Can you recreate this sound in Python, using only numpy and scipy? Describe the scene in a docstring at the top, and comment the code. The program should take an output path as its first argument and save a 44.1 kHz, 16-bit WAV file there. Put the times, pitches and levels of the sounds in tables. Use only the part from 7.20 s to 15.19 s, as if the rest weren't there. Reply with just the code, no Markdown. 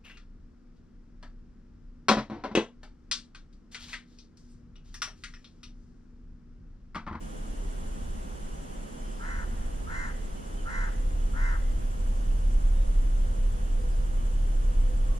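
"""A grassy yard ringed by trees, heard from down in the grass. A crow caws four times, with one faint
answer from far off. Each caw is a train of about 80 pulses a second that arches in pitch with the breath,
is coloured by throat and beak, and leaves a faint tail of echoes in the trees. Wind rumbles, something
far off throbs like a heavy engine, low tones swell and fade, insects sing, and distant hoots and small
birds sound faintly."""
import sys
import numpy as np
from scipy import signal
from scipy.fft import rfft, irfft, next_fast_len
from scipy.io import wavfile

SR = 44100
rng = np.random.default_rng(int(sys.argv[2]) if len(sys.argv) > 2 else 0)


def store_wav(level_fs):
    """Save 16-bit WAV to argv[1]."""
    pcm = np.round(np.clip(np.atleast_2d(level_fs), -1, 1) * 32767)
    wavfile.write(sys.argv[1], SR, pcm.T.astype(np.int16))


N = 352359
TIME = np.arange(N) / SR
HZ = np.fft.rfftfreq(N, 1 / SR)


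def gain(db):
    """Amplitude ratio of a level in decibels."""
    return 10 ** (np.asarray(db) / 20)

def unit_rms(x):
    """Normalisation to an rms of 1."""
    return x / np.sqrt(np.mean(abs(x) ** 2) + 1e-20)

def curve_at(points, hz):
    """Interpolation on a logarithmic frequency axis."""
    table_hz, values = np.transpose(points)
    return np.interp(np.log(hz + 1), np.log(table_hz + 1), values)

def envelope(points):
    """Amplitude envelope, linear in decibels between points in time."""
    return gain(np.interp(TIME, *np.transpose(points)))

def add(mix, start_s, sound):
    """Superposition of a sound on the mix at its start time."""
    part = mix[max(round(start_s * SR), 0):][:len(sound)]
    part += sound[:len(part)]

def drift(rate_hz):
    """Random modulation: noise of rms 1, low-passed near rate_hz."""
    return unit_rms(irfft(rfft(rng.standard_normal(N)) * np.exp(-(HZ / rate_hz) ** 2), N))

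def pan(balance_db):
    """Constant-power panning; balance is the left level minus the right."""
    gains = gain(np.array([balance_db, -balance_db]).reshape(2, -1) / 2)
    return gains / np.sqrt(np.mean(gains ** 2, axis=0))

def stereo_noise(density, correlation, balance_db):
    """Partly correlated left and right noise, with a given amplitude per root Hz."""
    left, independent = rfft(rng.standard_normal((2, N)))
    right = correlation * left + np.sqrt(1 - correlation ** 2) * independent
    return irfft(np.array([left, right]) * density * pan(balance_db), N) * np.sqrt(SR / 2)

def noise_band(hz, width_hz, correlation, balance_db):
    """Noise of rms 1 filtered by one steep resonance."""
    resonance = 1 / (1 + ((HZ - hz) / width_hz) ** 2) ** 2
    return unit_rms(stereo_noise(resonance, correlation, balance_db))


# Open air. Each row: frequency in Hz, spectral density in dB per Hz.
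AIR_SPECTRUM = [(20, -91), (90, -82.5), (160, -68.5), (230, -69), (320, -74.5), (450, -75.5), (800, -78.5),
                (1200, -82.5), (1700, -87.5), (2400, -93), (3400, -96.5), (4000, -99), (10600, -100),
                (11400, -106), (14800, -117)]
# Its likeness on the two sides. Each row: frequency in Hz, correlation.
AIR_CORRELATION = [(60, 0.78), (160, 0.26), (270, 0.56), (440, -0.36), (730, -0.75), (1200, -0.75),
                   (1970, -0.32), (3250, 0.3), (4200, 0.12), (5800, 0.029), (8800, 0.066)]
# Its lean to one side. Each row: frequency in Hz, balance in dB.
AIR_BALANCE = [(100, 0.5), (500, -3.5), (900, -1), (2400, 0.5), (4000, 0.5), (5200, -3), (6600, 4.5),
               (9500, -2), (12000, -0.5)]
# A hum and insect choirs. Each row: centre in Hz, width in Hz, rms level in dB, balance in dB, correlation.
DRONE_BANDS = [(147, 14, -59.5, 0, 0.86), (2920, 390, -67.5, -6.5, 0.73), (3350, 340, -70, 0, 0.7),
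               (6580, 1900, -63, -1, -0.44), (9390, 740, -66.5, -3.5, -0.029)]

def open_air(waver_db=.5):
    """Ambient noise: a steady broadband wash, with slightly wavering bands of hum and insects."""
    density = gain(curve_at(AIR_SPECTRUM, HZ))
    wash = stereo_noise(density, curve_at(AIR_CORRELATION, HZ), curve_at(AIR_BALANCE, HZ))
    return wash + sum(gain(db + waver_db * drift(15)) * noise_band(hz, width, correlation, balance)
                      for hz, width, db, balance, correlation in DRONE_BANDS)


# Wind on the microphone. Each row: frequency in Hz, relative spectral density in dB.
WIND_SPECTRUM = [(8, -59), (20, -32), (36, -38.5), (55, -41.5), (80, -47.5), (110, -54.5), (160, -64),
                 (400, -100)]
# The gusts. Each row: time in seconds, relative level in dB.
GUST_LEVELS = [(0.0, -56.5), (0.98, -47), (1.74, -56.5), (2.36, -45), (3.43, -50), (4.16, -43.5),
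               (7.99, -43.5)]

def wind(boost_db=11):
    """Turbulent pressure: low buffeting that follows the gusts, nearly alike on both sides."""
    buffeting = stereo_noise(gain(curve_at(WIND_SPECTRUM, HZ)), correlation=.93, balance_db=-.65)
    return gain(boost_db) * envelope(GUST_LEVELS) * unit_rms(buffeting)


# The far throb. Each row: frequency of a partial in Hz, relative level in dB.
THROB_PARTIALS = [(22, -12), (27.1, -10), (31.6, 1.5), (43.3, -9.5), (51.5, -19.5), (72.6, -18),
                  (105.3, -26), (146, -29.5)]
# Its swells. Each row: time in seconds, rms level in dB.
THROB_LEVELS = [(0.0, -43), (0.42, -32.5), (1.53, -44.5), (2.22, -34), (3.2, -40.5), (3.65, -27),
                (4.63, -26), (4.67, -31.5), (5.39, -21.5), (6.79, -26.5), (7.63, -22.5), (7.99, -24.5)]

def throb(wander_hz=.25):
    """Beating: deep, closely spaced partials interfere four to five times a second."""
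    tones = np.zeros(N)
    for hz, db in THROB_PARTIALS:
        cycles = np.cumsum(hz + wander_hz * drift(1.7)) / SR + rng.random()
        tones += gain(db) * np.sin(2 * np.pi * cycles)
    return pan(-.71) * envelope(THROB_LEVELS) * unit_rms(tones)


# A far low hum. Each row: time in seconds, rms level in dB.
HUM_LEVELS = [(0, -52), (.7, -53.5), (1.3, -59), (2.2, -57.5), (3.7, -62.5), (5.1, -55.5), (7, -63.5),
              (7.99, -56)]

def hum():
    """Narrowband noise, heard as a blurred low tone that swells and fades on the right."""
    return envelope(HUM_LEVELS) * noise_band(hz=216, width_hz=9, correlation=.35, balance_db=-6)


# A far whine. Each row: time in seconds, rms level in dB.
WHINE_LEVELS = [(0, -65), (3.4, -62.5), (3.9, -58.5), (5.3, -60), (7.1, -60.5), (7.99, -57)]

def whine():
    """Narrowband noise, heard as a higher wavering tone on the right."""
    return envelope(WHINE_LEVELS) * noise_band(hz=506, width_hz=15, correlation=.72, balance_db=-7)


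# The cricket's wings. Each row: resonance in Hz, width in Hz, rms level in dB, balance in dB.
WING_RESONANCES = [(7250, 580, -69, -4), (7460, 200, -73.5, 5), (7850, 76, -70, -1)]

def cricket(period_s=.083, chirp_s=.049, pause_share=.1, uneven_db=2, shimmer=.35):
    """Stridulation: wing resonances sound in about twelve chirps a second, with occasional longer gaps."""
    gate = np.full(N, shimmer)  # further crickets blur into an even floor
    timing, pause, strengths = rng.random((130, 3)).T
    gaps_s = period_s * (1 + .23 * (timing - .5) + .5 * (pause < pause_share))
    for start_s, strength in zip(np.cumsum(gaps_s) - period_s, strengths):
        add(gate, start_s, gain(uneven_db * strength) * np.hanning(round(chirp_s * SR)))
    wings = sum(gain(db) * noise_band(hz, width, -.4, balance) for hz, width, db, balance in WING_RESONANCES)
    return unit_rms(gate) * wings


def insect_trill(rate_hz=41.5, depth=.69, level_db=-73):
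    """Amplitude modulation: a far insect's note flutters about forty times a second."""
    flutter = 1 + depth * np.sin(2 * np.pi * np.cumsum(rate_hz + .5 * drift(2.7)) / SR)
    note = noise_band(hz=3000, width_hz=16, correlation=.75, balance_db=0)
    return gain(level_db) * unit_rms(flutter * note)


# Echoes among the trees. Each row: frequency in Hz, time to decay by 60 dB in seconds.
TREE_DECAY = [(800, 0.37), (1500, 0.38), (2050, 0.74), (4000, 0.68), (8000, 0.4)]

def tree_echoes(sound, build_s=.01, echoes_per_s=2000):
    """Reverberation: trunks and leaves scatter sound, and each band decays at its own rate."""
    echoes = rng.standard_normal((2, SR)) * (rng.random((2, SR)) < echoes_per_s / SR)
    hz, t, spectra = signal.stft(echoes, SR, nperseg=256)
    decay = gain(-60 * t / curve_at(TREE_DECAY, hz)[:, None])
    tail = signal.istft(spectra * decay * (1 - np.exp(-t / build_s)), SR, nperseg=256)[1]
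    return signal.fftconvolve(sound[None], tail / np.linalg.norm(tail[0]), axes=1)[:, :N]

def far_notes(notes, waver, direct_db, trees_db=-6):
    """Frequency modulation: pure tones glide and waver, blurred by the trees."""
    calls = np.zeros(N)
    for start_s, length_s, first_hz, last_hz, db in notes:
        glide_hz = np.linspace(first_hz, last_hz, round(length_s * SR))
        hz = glide_hz * (1 + waver * drift(127)[:len(glide_hz)])
        note = np.sin(2 * np.pi * np.cumsum(hz) / SR) * signal.windows.tukey(len(hz), .5)
        add(calls, start_s, gain(db) * unit_rms(note))
    return gain(direct_db) * calls + gain(trees_db) * tree_echoes(calls)


# Far hoots. Each row: start and length in seconds, first and last pitch in Hz, relative level in dB.
HOOT_NOTES = [(.38, 0.12, 391, 381, -55), (4.17, .09, 505, 515, -58), (4.41, 0.076, 517, 500, -57),
              (5.08, 0.085, 426, 418, -55.5), (5.55, 0.196, 548, 508, -55), (6.03, 0.12, 535, 509, -53),
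              (6.52, 0.22, 504, 467, -56)]

def hoots():
    """Short low glides, which sound muffled for lack of overtones."""
    return far_notes(HOOT_NOTES, waver=.042, direct_db=-3)


# Small birds. Each row: start and length in seconds, first and last pitch in Hz, relative level in dB.
BIRD_NOTES = [(1.73, .4, 5140, 5060, -73), (1.75, 0.22, 2990, 3150, -67), (3.37, 0.057, 3180, 2870, -59.5),
              (4.7, 0.98, 6350, 6400, -77), (5.544, 0.098, 3650, 3730, -70), (6.6, .05, 4940, 4920, -70),
              (6.695, .05, 4990, 4950, -71), (6.8, .7, 3040, 3090, -75), (7.861, 0.12, 1119, 1095, -61)]

def birds():
    """Thin whistles: high, nearly pure tones with slight frequency modulation."""
    return far_notes(BIRD_NOTES, waver=.018, direct_db=-1.5)


# The crow's voice. Each row: harmonic number of the pulse rate, relative level in dB.
VOICE_HARMONICS = [(8, -27), (9, -15), (10, -13.5), (11, -7), (12, -2), (13, -3), (14, -5), (15, -17),
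                   (16, -8), (17, -0.5), (18, -4), (19, 2), (20, -6), (21, -3), (22, -2), (23, 0),
                   (24, -16), (25, 0), (26, -13), (27, -8), (28, -8), (29, -13)]
# The thin rasp above the voice. Each row: frequency in Hz, relative level in dB.
RASP_SPECTRUM = [(2300, -21), (2800, -24), (3650, -35), (4060, -20.5), (4450, -34), (5050, -24.5),
                 (5350, -29.5), (5780, -18.5), (6150, -33), (6850, -16), (7300, -29), (7800, -28),
                 (9500, -37)]
HARMONICS = np.arange(8, 112)[:, None]
VOICED = HARMONICS <= VOICE_HARMONICS[-1][0]  # the rest are rasp
MAIN_HARMONIC = 19  # where the membranes ring

def caw_spectrum(t, length_s, pulse_hz, slack, falling, dull_db, rasp_db, rasp_tuning,
                 bright_db=6, croak_db=7, shut_db=15, narrow_db=6, open_s=.043, close_s=.029):
    """Source and filter: breath, throat and beak set each harmonic's amplitude through a caw."""
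    hz = HARMONICS * pulse_hz
    upper = np.sqrt(np.clip(np.log2(HARMONICS / MAIN_HARMONIC), 0, 1))
    off_main = np.minimum(abs(HARMONICS - MAIN_HARMONIC) / 4, 1)
    # The wide beak keeps the falling half bright; slack membranes add a low croak and lose the rasp.
    lift_db = (bright_db * upper * falling + croak_db * (HARMONICS < 11)) * slack
    throat_loss_db = .1 * np.maximum(hz - 2095, 0)  # steep low-pass above 2095 Hz
    voice_db = np.interp(HARMONICS, *np.transpose(VOICE_HARMONICS)) + lift_db - throat_loss_db
    overtone_db = curve_at(RASP_SPECTRUM, hz / rasp_tuning) + rasp_db - 4 * slack
    # A shut beak loses the upper partials and at first keeps to the main note.
    shut = np.exp(-(t / open_s) ** 2) + np.exp(-((length_s - t) / close_s) ** 2)
    loss_db = upper * (dull_db + shut_db * shut) + narrow_db * off_main * shut ** 2 * ~falling
    return gain(np.where(VOICED, voice_db, overtone_db) - loss_db)

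def hoarse_pulses(cycles, amplitudes, hoarse_db, voice_spread_rad=2, rasp_spread_rad=1.13):
    """Phase scatter spreads each pulse in time; turbulence makes it differ from the last."""
    spread = np.where(VOICED, voice_spread_rad, rasp_spread_rad) * (HARMONICS != MAIN_HARMONIC)
    phases = spread * rng.standard_normal(HARMONICS.shape)
    coarse_noise = rng.standard_normal((len(HARMONICS), 26, 2)) @ [1, 1j]
    turbulence = signal.resample(coarse_noise, next_fast_len(len(cycles)), axis=1)[:, :len(cycles)]
    hoarseness = gain(hoarse_db) * np.where(HARMONICS < 15, .5, 1)  # low partials are steadier
    phasors = (np.exp(1j * phases) + hoarseness * unit_rms(turbulence)) / np.sqrt(1 + hoarseness ** 2)
    partials = amplitudes * phasors * np.exp(2j * np.pi * HARMONICS * cycles)
    return unit_rms(partials.sum(axis=0).real)

def caw(length_s, top_hz, level_db, attack_s, fall_share, yelp_db, dull_db, hoarse_db, rasp_db, rasp_tuning,
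        rise_share=.2, arch_db=5, ragged_db=8, release_s=.027, yelp_at_s=.036, yelp_width_s=.012):
    """Breath-driven vibration: one arch of pressure raises the pitch, level and steadiness of the pulses."""
    t = np.arange(0, length_s, 1 / SR)
    progress = (t / length_s) ** .94  # the top comes slightly early
    slack = 1 - np.sin(np.pi * progress)  # 0 at the top of the arch, 1 at its feet
    falling = progress > .5
    pulse_hz = top_hz * (1 - np.where(falling, fall_share, rise_share) * slack)
    pulse_hz *= 1 - .198 * np.exp((t - length_s) / .0205)  # the pitch sags as the air runs out
    jitter = (.0036 + .016 * slack) * drift(92)[:len(t)]
    wobble = .0025 * drift(18)[:len(t)]
    cycles = np.cumsum(pulse_hz * (1 + jitter + wobble)) / SR
    amplitudes = caw_spectrum(t, length_s, pulse_hz, slack, falling, dull_db, rasp_db, rasp_tuning)
    pulses = hoarse_pulses(cycles, amplitudes, hoarse_db + ragged_db * slack)
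    flutter = 1 + .1 * drift(60)[:len(t)]
    # The caw opens with a yelp on the main harmonic alone.
    yelp_envelope = gain(yelp_db) * np.exp(-((t - yelp_at_s) / yelp_width_s) ** 2)
    yelp = yelp_envelope * np.cos(2 * np.pi * MAIN_HARMONIC * cycles)
    attack = np.sin(np.pi / 2 * np.minimum(t / attack_s, 1)) ** 2
    release = np.minimum((length_s - t) / release_s, 1)
    return attack * release * gain(level_db - arch_db * slack) * unit_rms(pulses * flutter + yelp)


# Four caws and, in the second row, a faint far answer. Each row: start and length in seconds, top pulse
# rate in Hz, relative level in dB, attack in seconds, share by which the rate falls, then yelp, treble
# dulling, hoarseness and rasp in dB, and the rasp's tuning as a ratio.
CROW_CALLS = [(1.981, .286, 80.6, -41, 0.02, .11, -7, 4.5, -7, 2, 1),
              (2.27, 0.27, 81.4, -58.5, .04, 0.118, -20, 1, -8, -6, 1),
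              (2.662, 0.27, 82.6, -39, 0.016, .12, -9, .5, -10.5, 1, 1.01),
              (3.438, .278, 81.5, -38, 0.02, .16, -2, 1.5, -14, -0.5, 0.99),
              (4.121, .27, 82.06, -38.6, 0.03, 0.18, -19, 3, -16, 0, 0.95)]
# Resonances of throat and open beak. Each row: centre in Hz, width in Hz, boost in dB.
BEAK_RESONANCES = [(1390, 70, 4), (1565, 115, 4.2), (2042, 85, 7)]
# The crow's level difference between the sides. Each row: frequency in Hz, balance in dB.
CROW_BALANCE = [(1050, -6.5), (1380, 1.5), (1550, 4), (1690, 19), (1860, -1), (1970, 0), (2040, -0.5),
                (2200, -6), (4000, -6), (5500, -4), (7000, -1)]
# Its phase difference. Each row: frequency in Hz, lead of the left side in radians.
CROW_PHASE_LEAD = [(850, 2.66), (1350, 1.7), (1620, 1.8), (1910, 1.5), (2000, 4.1), (2150, 5.2),
                   (3000, 5.8), (7000, 5.1)]

def crow(direct_db=-2, trees_db=-12.5, wall_db=-16, wall_delay_s=.019):
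    """Resonance and reflection: the caws ring the beak, then echo from a low wall and the trees."""
    caws = np.zeros(N)
    for start_s, *settings in CROW_CALLS:
        add(caws, start_s, caw(*settings))
    beak = 1 + sum((gain(db) - 1) / (1 + 2j * (HZ - hz) / width) for hz, width, db in BEAK_RESONANCES)
    spectrum = rfft(caws) * beak
    # The wall's delayed copy beats against the gliding pitch.
    wall_comb = 1 + gain(wall_db) * np.exp(-2j * np.pi * HZ * wall_delay_s)
    phase_shift = np.exp(1j * np.array([[1], [-1]]) * curve_at(CROW_PHASE_LEAD, HZ) / 2)
    direct = irfft(spectrum * wall_comb * pan(curve_at(CROW_BALANCE, HZ)) * phase_shift, N)
    return gain(direct_db) * direct + gain(trees_db) * tree_echoes(irfft(spectrum, N))


def scene():
    """Superposition: the calls add to the continuous sounds of the yard."""
    background = open_air() + wind() + throb() + hum() + whine() + cricket() + insect_trill()
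    return background + hoots() + birds() + crow()

def record(dry, cutoff_hz=15000, fade_s=.01):
    """Band limiting by a steep low-pass filter, with a short fade at both ends."""
    fade = np.minimum(np.minimum(TIME, TIME[::-1]) / fade_s, 1)
    lowpass = signal.firwin(1023, cutoff_hz, window=("kaiser", 9), fs=SR)
    return signal.oaconvolve(dry * fade, lowpass[None], "same")


dry = scene()
out = record(dry)
store_wav(out)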